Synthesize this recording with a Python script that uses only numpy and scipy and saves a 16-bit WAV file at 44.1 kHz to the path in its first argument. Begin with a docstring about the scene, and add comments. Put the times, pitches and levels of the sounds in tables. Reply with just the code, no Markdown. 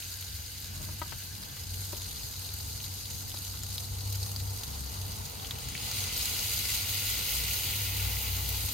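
"""Butter sizzles and spits in a small pan over a gas flame in a van kitchen: shaped noise, bursts and damped tones.
From the start, traffic rumble (filtered noise) booms in the cabin and a low hum (sine lines) wavers.
Soon a plastic spoon knocks and drags on its bowl, heard as ringing modes and grainy noise.
The breath of the burner, narrow-band noise, sinks in the first seconds; batter poured in later swells the sizzle."""
import sys
import numpy as np
from scipy import signal
from scipy.fft import rfft, irfft, next_fast_len
from scipy.io import wavfile
from scipy.ndimage import uniform_filter1d, map_coordinates

SR = 44100
rng = np.random.default_rng(int(sys.argv[2]) if len(sys.argv) > 2 else 0)


def wav_out(sig):
    """Save sig, one row per channel (or a flat mono array), as 16-bit PCM at SR to the path in sys.argv[1]."""
    wavfile.write(sys.argv[1], SR, np.round(np.clip(np.atleast_2d(sig).T, -1, 1) * 32767).astype(np.int16))


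def voltage_ratio(decibels):
    """Convert decibels (scalar or array-like) to amplitude ratios, 20 dB per decade."""
    exponent = np.asarray(decibels, float) / 20
    return 10 ** exponent


N = 384993


def unit(x):
    """Normalisation: scale to rms 1."""
    return x / np.sqrt(np.mean(x ** 2) + 1e-20)


def along(points, hz):
    """Interpolation of (Hz, value) points on a logarithmic frequency axis."""
    point_hz, value = np.transpose(points)
    return np.interp(np.log(hz + 1), np.log(point_hz + 1), value)


def curves(rows):
    """Linear interpolation in time: one value per sample for each column after the seconds."""
    s, *columns = np.transpose(rows)
    return [np.interp(np.arange(N) / SR, s, column) for column in columns]


def wobble(rate):
    """Slow random modulation: a smooth curve through `rate` random knots a second."""
    knots = rng.standard_normal(int(N * rate / SR) + 4)
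    return map_coordinates(knots, [np.arange(N) * rate / SR])


def arch(s, length):
    """Amplitude envelope: a half-cosine swell centred on time s."""
    return np.cos(np.pi * np.clip((np.arange(N) / SR - s) / length, -.5, .5))


def filtered(x, response):
    """Linear filtering: multiply the spectrum by a complex response of frequency."""
    m = next_fast_len(N + 8192)
    return irfft(rfft(x, m) * response(np.fft.rfftfreq(m, 1 / SR)), m)[..., :N]


def resonance(hz, centre, width):
    """Second-order resonance: a complex band-pass response, 1 at its centre."""
    return 1j * hz * width / (centre * centre - hz * hz + 1j * hz * width)


def patchy(patchy_db):
    """Time-frequency modulation: two unrelated noises under shared patches of random gain."""
    z = signal.stft(rng.standard_normal((2, N)), nperseg=512)[2]
    field = uniform_filter1d(rng.standard_normal(z.shape[1:]), size=10, axis=0)
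    field = uniform_filter1d(field, size=5, axis=1)
    return signal.istft(z * voltage_ratio(patchy_db * unit(field)), nperseg=512)[1][:, :N]


def spread(pair, spectrum, alike):
    """Interaural coherence: colour two unrelated signals and mix them to a stereo pair of rms 1."""
    def weights(hz):
        turn = np.arccos(np.clip(along(alike, hz), -1, 1)) / 2
        return voltage_ratio(along(spectrum, hz)) * [np.cos(turn), np.sin(turn)]
    mid, side = filtered(pair, weights)
    return unit(np.array([mid + side, mid - side]))


def add(out, sound, s, pan_db):
    """Superposition: put a sound in at time s, panned by level difference (left over right)."""
    out[:, round(s * SR):][:, :len(sound)] += sound * voltage_ratio([[pan_db / 2], [-pan_db / 2]])


def bursts(rate, spread_db, life_s):
    """Random impulses of bursting bubbles: sudden start, exponential decay, sizes spread up to a cap."""
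    when, size = rng.random((int(rate * N / SR), 2)).T
    kicks = np.bincount((when * N).astype(int), voltage_ratio(-spread_db * np.log(1 - .97 * size)), N)
    return unit(signal.lfilter([1], [1, -np.exp(-1 / (life_s * SR))], kicks))


def bubbles(rate, centre_hz, cycles, spread_db):
    """Damped oscillation of single bubbles: short tones of scattered pitch, size and place."""
    when, size, side, pitch = rng.random((int(rate * N / SR), 4)).T[..., None]
    hz = np.clip(centre_hz * np.exp(2.2 * (pitch - .5)), 1200, 15000)
    t = np.arange(SR // 200) / SR
    ring = np.sin(2 * np.pi * hz * t) * np.exp(-t * hz / cycles)
    grain = voltage_ratio(-spread_db * np.log(1 - .98 * size)) * ring
    where = ((when * N).astype(int) + np.arange(len(t))).ravel()
    turn = 2 * np.pi * side
    return unit(np.array([np.bincount(where, (grain * f(turn)).ravel(), N)[:N] for f in (np.cos, np.sin)]))


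# Course of the frying. Each row: time in seconds, fat fizz in dB, batter steam in dB (both before
# the flurries and the metal's modes), gain of the top treble in dB.
FRYING = [(0, -41.5, -50.5, -1), (1.63, -42.5, -51.5, 0), (1.92, -39, -62, 0.5), (2.84, -40, -68, -0.5),
          (4.8, -41, -53.5, 0.5), (5.54, -42, -48.5, -1.5), (5.74, -40.5, -41, -5), (5.97, -33, -36.5, -2),
          (6.15, -33, -36.5, -1), (7.29, -33.5, -33.5, 1), (8.1, -36.5, -35.5, 3), (8.44, -37, -38.5, 3),
          (8.73, -34.5, -40.5, 1.5)]
# Spectrum of the fat. Each row: frequency in Hz, relative density in dB per Hz.
FAT_SPECTRUM = [(1200, -18), (1500, -20.5), (2000, -16), (2700, -15), (3400, -11.5), (4200, -1.5),
                (5200, -2.5), (6400, -2), (8200, -3), (10000, -6.5), (11700, -5.5), (14500, -9),
                (17000, -30)]
# Spectrum of the batter. Each row: frequency in Hz, relative density in dB per Hz.
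BATTER_SPECTRUM = [(1200, -16), (1700, -14.5), (2050, -3.5), (3000, -2.5), (5100, -2.5), (8000, -2.5),
                   (12000, -4.5), (17000, -3.5)]
# Stereo coherence of the hiss ahead of the ports. Each row: frequency in Hz, left-right likeness.
HISS_LIKENESS = [(1200, 0.33), (2000, 0.083), (2100, 0.9), (2550, 0.82), (2700, 0.52), (4000, 0.18),
                 (8500, 0.073), (10000, 0.67), (12500, 1)]
# Modes of pan and stove. Each row: frequency in Hz, width in Hz, lift in dB.
METAL_MODES = [(1436, 72, 10.5), (2006, 60, 5.5), (2573, 30, 5.5), (2850, 84, 7), (3000, 83, 5.5),
               (3340, 62, 5.5), (3850, 100, 3.5), (4000, 98, 2), (4640, 74, 3.5), (5180, 140, 3.5),
               (6450, 160, 2.5), (6910, 180, 4)]


def sizzle():
    """Random superposition: countless tiny bubbles fuse to a hiss; larger ones crackle out, in flurries."""
    fizz_db, steam_db, top_db = curves(FRYING)
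    flurry = wobble(10)
    crackle = .26 * voltage_ratio(.6 * flurry) * bursts(60, spread_db=2.5, life_s=.003)
    fat = patchy(patchy_db=1.5) * (1 + crackle)
    fat = fat + .3 * bubbles(400, 6120, cycles=2.3, spread_db=.5)
    batter = patchy(patchy_db=1.0) + .32 * bubbles(1200, 5180, cycles=1.64, spread_db=2.0)
    fizz = voltage_ratio(fizz_db + .11 * flurry) * spread(fat, FAT_SPECTRUM, HISS_LIKENESS)
    steam = voltage_ratio(steam_db + .19 * wobble(11)) * spread(batter, BATTER_SPECTRUM, HISS_LIKENESS)
    hiss = fizz + steam
    hiss = hiss + (voltage_ratio(top_db) - 1) * filtered(hiss, lambda hz: hz > 10500)
    # the smallest bubbles come in flurries of their own
    finest = filtered(hiss, lambda hz: hz / (hz + 9000))
    metal = lambda hz: 1 + sum((voltage_ratio(db) - 1) * resonance(hz, c, w) for c, w, db in METAL_MODES)
    return filtered(hiss + .22 * wobble(14) * finest, metal)


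# Level of the gas jet. Each row: time in seconds, level in dB before its breathing.
JET_LEVEL = [(0, -60.5), (1, -59), (2.2, -64), (4, -71), (8.73, -71)]
# The burner's breathy band. Each row: frequency in Hz, relative density in dB per Hz.
JET_SPECTRUM = [(900, -53), (1300, -17), (1550, 7.5), (1750, 1.5), (2400, -51)]
# Stereo coherence of flame, outside and rubs. Each row: frequency in Hz, left-right likeness.
WIDE_LIKENESS = [(60, 0.97), (140, 0.87), (210, 0.24), (330, 0.12), (500, 0.31), (770, -0.079),
                 (1150, -0.53), (1500, -0.046)]


def flame():
    """Jet noise: the gas breathes in a narrow band, louder while nothing hides the burner."""
    breath_db = curves(JET_LEVEL)[0] + .91 * wobble(3.0)
    return voltage_ratio(breath_db) * spread(patchy(patchy_db=2.0), JET_SPECTRUM, WIDE_LIKENESS)


# Course of the traffic. Each row: time in seconds, boom in dB, murmur in dB before its wavering.
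TRAFFIC = [(0, -51, -62), (.58, -49.5, -62), (.8, -43.5, -58), (1.0, -46.5, -62.5), (1.9, -46.5, -56),
           (3.6, -45.5, -56.5), (4.7, -43.5, -52), (6.15, -43, -50), (6.8, -44, -53), (8.1, -43, -49),
           (8.73, -43, -51)]
# Spectrum of the boom. Each row: frequency in Hz, relative density in dB per Hz.
BOOM_SPECTRUM = [(21, -47), (36, -11.5), (54, -3.5), (102, -3.5), (118, -9.5), (135, -6.5), (165, -15.5),
                 (205, -14), (240, -17.5), (290, -18), (340, -25.5), (400, -30), (520, -51), (880, -120)]
# Spectrum of the murmur. Each row: frequency in Hz, relative density in dB per Hz.
MURMUR_SPECTRUM = [(180, -77), (300, 1), (345, -30), (384, -0.5), (484, 3.5), (544, -6.5), (844, 3),
                   (1080, -2), (1430, -6.5), (1630, -11), (1900, -10.5), (2470, -29), (4180, -120)]


def outside():
    """Transmission: far traffic comes through the walls as filtered noise, boom and murmur."""
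    boom_db, murmur_db = curves(TRAFFIC)
    boom = voltage_ratio(boom_db) * spread(patchy(patchy_db=1.3), BOOM_SPECTRUM, WIDE_LIKENESS)
    murmur = spread(patchy(patchy_db=1.5), MURMUR_SPECTRUM, WIDE_LIKENESS)
    return boom + voltage_ratio(murmur_db + .52 * wobble(4.7)) * murmur


def tone(notes, waver_db, drift):
    """Amplitude and phase modulation of low lines (pitch, gain per sample), nearly alike on both sides."""
    stray = drift * wobble(12) + .11 * np.array([wobble(2.9), wobble(4.4)])
    lines = np.zeros((2, N))
    for hz, gain in notes:
        phase = 2 * np.pi * np.cumsum(hz) / SR + stray
        lines += gain * np.sin(phase, where=gain > 1e-9, out=np.zeros((2, N)))
    return voltage_ratio(waver_db * wobble(14) + [[.6], [-.6]]) * lines


# The lasting line. Each row: time in seconds, pitch in Hz, level in dB before its wavering.
HUM_LINE = [(0, 91.3, -51), (.2, 91.85, -44.5), (1.0, 92.5, -44.5), (1.5, 94.5, -52.5), (1.67, 93.6, -39),
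            (2.0, 93.8, -43), (2.16, 95.8, -53), (2.35, 95.1, -42.5), (3.3, 95, -44), (3.95, 97.6, -37.5),
            (4.1, 98.6, -31.5), (4.5, 98.9, -34.5), (4.66, 98.4, -50), (5.08, 95.7, -35.5),
            (5.3, 96, -50.5), (6.45, 96, -49), (7.05, 99.3, -39.5), (7.25, 99.7, -57), (7.7, 98.1, -40.5),
            (8.05, 97.7, -33.5), (8.22, 96, -43), (8.32, 95.8, -34), (8.73, 98, -39.5)]
# Deeper notes. Each row: middle in seconds, length in seconds, pitch at the middle in Hz,
# glide in Hz per second, peak in dB before wavering.
DEEP_NOTES = [(0.358, 0.27, 69, -5, -44), (1.15, 0.42, 69, 4, -46), (1.854, .7, 53, 8, -45.5),
              (2.6, 0.38, 72, 0.5, -45), (4.147, 1.36, 67, 3.5, -42), (4.869, 0.44, 69, 0, -40.5),
              (5.349, .9, 53, 1, -51), (6.499, 1.08, 66, 4, -44), (7.4, .8, 59, 14.5, -39.5),
              (8.102, 0.64, 62, 2, -34.5), (8.5, 0.64, 63, 1.5, -34)]


def hum():
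    """Additive synthesis: one low line sounds throughout; deeper notes swell and fade below it."""
    t = np.arange(N) / SR
    hz, db = curves(HUM_LINE)
    notes = [(pitch + glide * (t - s), voltage_ratio(peak) * arch(s, length))
             for s, length, pitch, glide, peak in DEEP_NOTES]
    line = tone([(hz, voltage_ratio(db))], waver_db=1.5, drift=.43)
    return line + tone(notes, waver_db=2.0, drift=.45)


# The larger spits. Each row: start in seconds, level in dB ahead of the high-pass, centre in Hz.
LARGE_SPITS = [(.2254, -26, 4560), (1.9475, -28, 4500), (2.045, -27, 4400), (2.168, -26, 5145),
               (2.2322, -29, 4160), (2.537, -27, 11900), (2.6015, -27.5, 4840), (3.373, -29, 3850),
               (3.6343, -19.5, 7000), (3.781, -19.5, 4304), (4.263, -22.5, 6430), (4.3166, -22, 7970),
               (4.362, -18.5, 4570), (4.6347, -19.5, 5240), (5.065, -28, 11520), (5.398, -27, 3600),
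               (5.447, -26, 3000), (5.5093, -17, 3800), (5.5849, -26, 2810), (5.687, -18.5, 7030),
               (5.752, -22.5, 2430), (5.778, -23, 4480), (5.914, -16, 5260), (6.178, -19, 12960),
               (6.5919, -18, 11940), (8.49, -15, 12710), (8.6934, -24, 4510)]


def spits():
    """Vapour explosion: water cracks in the fat, then spray hisses at the bubble's pitch; lesser ones at random."""
    out, t = np.zeros((2, N + SR)), np.arange(SR // 40) / SR
    rate_per_s, small_db, scatter_db, small_hz = 14, -31.5, 2.5, 4960
    when, size, pitch = rng.random((int(rate_per_s * N / SR), 3)).T
    db_each = small_db + scatter_db * (2 * size - 1)
    hz_each = small_hz * np.exp(1.7 * (pitch - .4))
    for s, db, hz in [*LARGE_SPITS, *zip(when * N / SR, db_each, hz_each)]:
        crack, hiss = rng.standard_normal((2, len(t)))
        ring = np.sin(2 * np.pi * hz * t) * voltage_ratio(-60 * t / .0045)
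        spray = unit(np.convolve(hiss, ring[:200])[:len(t)]) * voltage_ratio(-60 * t / .017)
        body = (np.cos(2 * np.pi * hz * t) * np.exp(-hz * t))[:100]
        snap = unit(crack + np.convolve(crack, body)[:len(t)]) * voltage_ratio(-60 * t / .007)
        add(out, voltage_ratio(db) * (.6 * snap + .6 * ring + .3 * spray), s, pan_db=1)
    return filtered(out[:, :N], lambda hz: (1j * hz / (1800 + 1j * hz)) ** 2)


# The bowl slides and the spoon drags. Each row: middle in seconds, length in seconds,
# peak in dB before the grain.
STROKES = [(0.841, 0.28, -49.5), (1.471, .25, -54)]
# Spectrum of the scrape. Each row: frequency in Hz, relative density in dB per Hz.
RUB_SPECTRUM = [(90, -60), (125, -3), (195, -1), (260, -19), (520, -28), (635, -13), (760, -29),
                (1100, -14), (1500, -32), (2500, -80)]


def rubs():
    """Friction noise: a dull scrape, its grain a fast random modulation under a rounded stroke."""
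    stroke = sum(voltage_ratio(db) * arch(s, length) for s, length, db in STROKES)
    scrape = spread(rng.standard_normal((2, N)), RUB_SPECTRUM, WIDE_LIKENESS)
    return stroke * voltage_ratio(2.5 * wobble(45)) * scrape


# Blows of the spoon. Each row: time in seconds, level in dB, centre in Hz, gain of the click in dB.
BLOWS = [(.808, -43, 633, 6), (.838, -46, 369, 2), (.889, -38, 850, -6), (1.059, -43, 896, 0),
         (1.568, -42.5, 1440, 8), (3.541, -38, 1700, 3), (1.017, -24, 1080, 0), (1.123, -30, 1100, 5),
         (1.9305, -29, 480, -2), (3.343, -35, 900, -14)]
# Contacts in one blow. Each row: offset in seconds from the blow before random stretching, strength.
CONTACTS = [(-.0008, .4), (.0002, 1), (.0033, .5), (.0056, .45)]
# Modes of the bowl. Each row: frequency in Hz, relative level in dB, 60 dB decay time in seconds.
BOWL_MODES = [(260, -5, .03), (440, 0, .025), (620, -1, .02), (780, -1, .02), (950, 1, .022),
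              (1234, 2, .028), (1500, 1, .022), (1950, 0, .018), (2850, -1, .015), (3700, -1, .012)]


def knocks():
    """Modal excitation: the spoon chatters; each contact clicks and rings modes near the blow's centre."""
    out, t = np.zeros((2, N + SR)), np.arange(SR // 10) / SR
    for s, db, centre_hz, click_db in BLOWS:
        for late_s, strength in CONTACTS:
            ring = np.zeros(len(t))
            for hz, level, t60 in BOWL_MODES:
                weight_db = rng.normal(0, 2) - 15 * np.log2(hz / centre_hz) ** 2
                ring += voltage_ratio(level + weight_db - 60 * t / t60) * np.sin(2 * np.pi * hz * t)
            grit = rng.standard_normal(len(t))
            grit = uniform_filter1d(grit, size=4) - uniform_filter1d(grit, size=24)
            click = grit * voltage_ratio(click_db - 60 * t / .0072)
            blow = voltage_ratio(db) * strength * (ring / abs(ring).max() + click)
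            add(out, blow, s + late_s * rng.uniform(.837, 1.19), pan_db=5.5)
    return out[:, :N]


# Decay of the cabin. Each row: frequency in Hz, 60 dB decay time in seconds.
CABIN_DECAY = [(300, 0.13), (3000, 0.051), (12000, 0.028)]


def cabin(x):
    """Reverberation: convolve with the van's short noise tail, each frequency dying at its own speed."""
    hz, t, z = signal.stft(rng.standard_normal((2, SR // 4)), SR, nperseg=256)
    decay = voltage_ratio(-60 * t / along(CABIN_DECAY, hz)[:, None])
    tail = signal.istft(z * decay, SR, nperseg=256)[1]
    late = np.pad(x, ((0, 0), (90, 0)))  # the tail starts 2 ms late
    return signal.fftconvolve(late, tail / np.linalg.norm(tail[0]), axes=1)[:, :N]


# Phase between the ports. Each row: frequency in Hz, lead of the left port in radians.
PORT_LEAD = [(7000, 0), (8500, -np.pi), (9800, -3.5), (12500, -5.7)]


def ports(pair):
    """Phase difference: the housing turns the treble of one port against the other."""
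    return filtered(pair, lambda hz: np.exp(np.outer([.5j, -.5j], along(PORT_LEAD, hz))))


def scene():
    """Superposition of pan, burner, bowl and street; only spits and knocks feed the cabin's tail."""
    fry, jet, street, low = sizzle(), flame(), outside(), hum()
    hits = spits() + knocks()
    return ports(fry + hits) + voltage_ratio(-7.5) * cabin(hits) + rubs() + jet + street + low


def band_limit(x):
    """A steep low-pass at the top of the band."""
    return signal.sosfilt(signal.butter(12, 15950, fs=SR, output="sos"), x)


# Notches of the microphone housing. Each row: frequency in Hz, width in Hz, depth from 0 to 1.
HOUSING_NOTCHES = [(5560, 780, 0.6), (7480, 1430, 0.62), (1590, 116, 0.13)]
# Balance of the two sides. Each row: frequency in Hz, left over right in dB.
SIDE_BALANCE = [(60, 2.5), (110, -1), (200, 4.5), (380, -0.5), (700, 0.5), (1290, 3), (2380, 1),
                (4400, 2.5), (8120, -1.5), (15000, 2)]


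def record(dry):
    """Resonant absorption and level difference: the housing notches and leans the sound; the top is mono."""
    def housing(hz):
        notch = np.prod([1 - depth * resonance(hz, c, w) for c, w, depth in HOUSING_NOTCHES], axis=0)
        return (hz < 15950) * notch * voltage_ratio(np.outer([.5, -.5], along(SIDE_BALANCE, hz)))
    left, right = filtered(dry, housing)
    mid = (left + right) / 2
    side = filtered((left - right) / 2, lambda hz: hz < 12950)
    return band_limit(np.array([mid + side, mid - side]))


dry = scene()
out = record(dry)
wav_out(out)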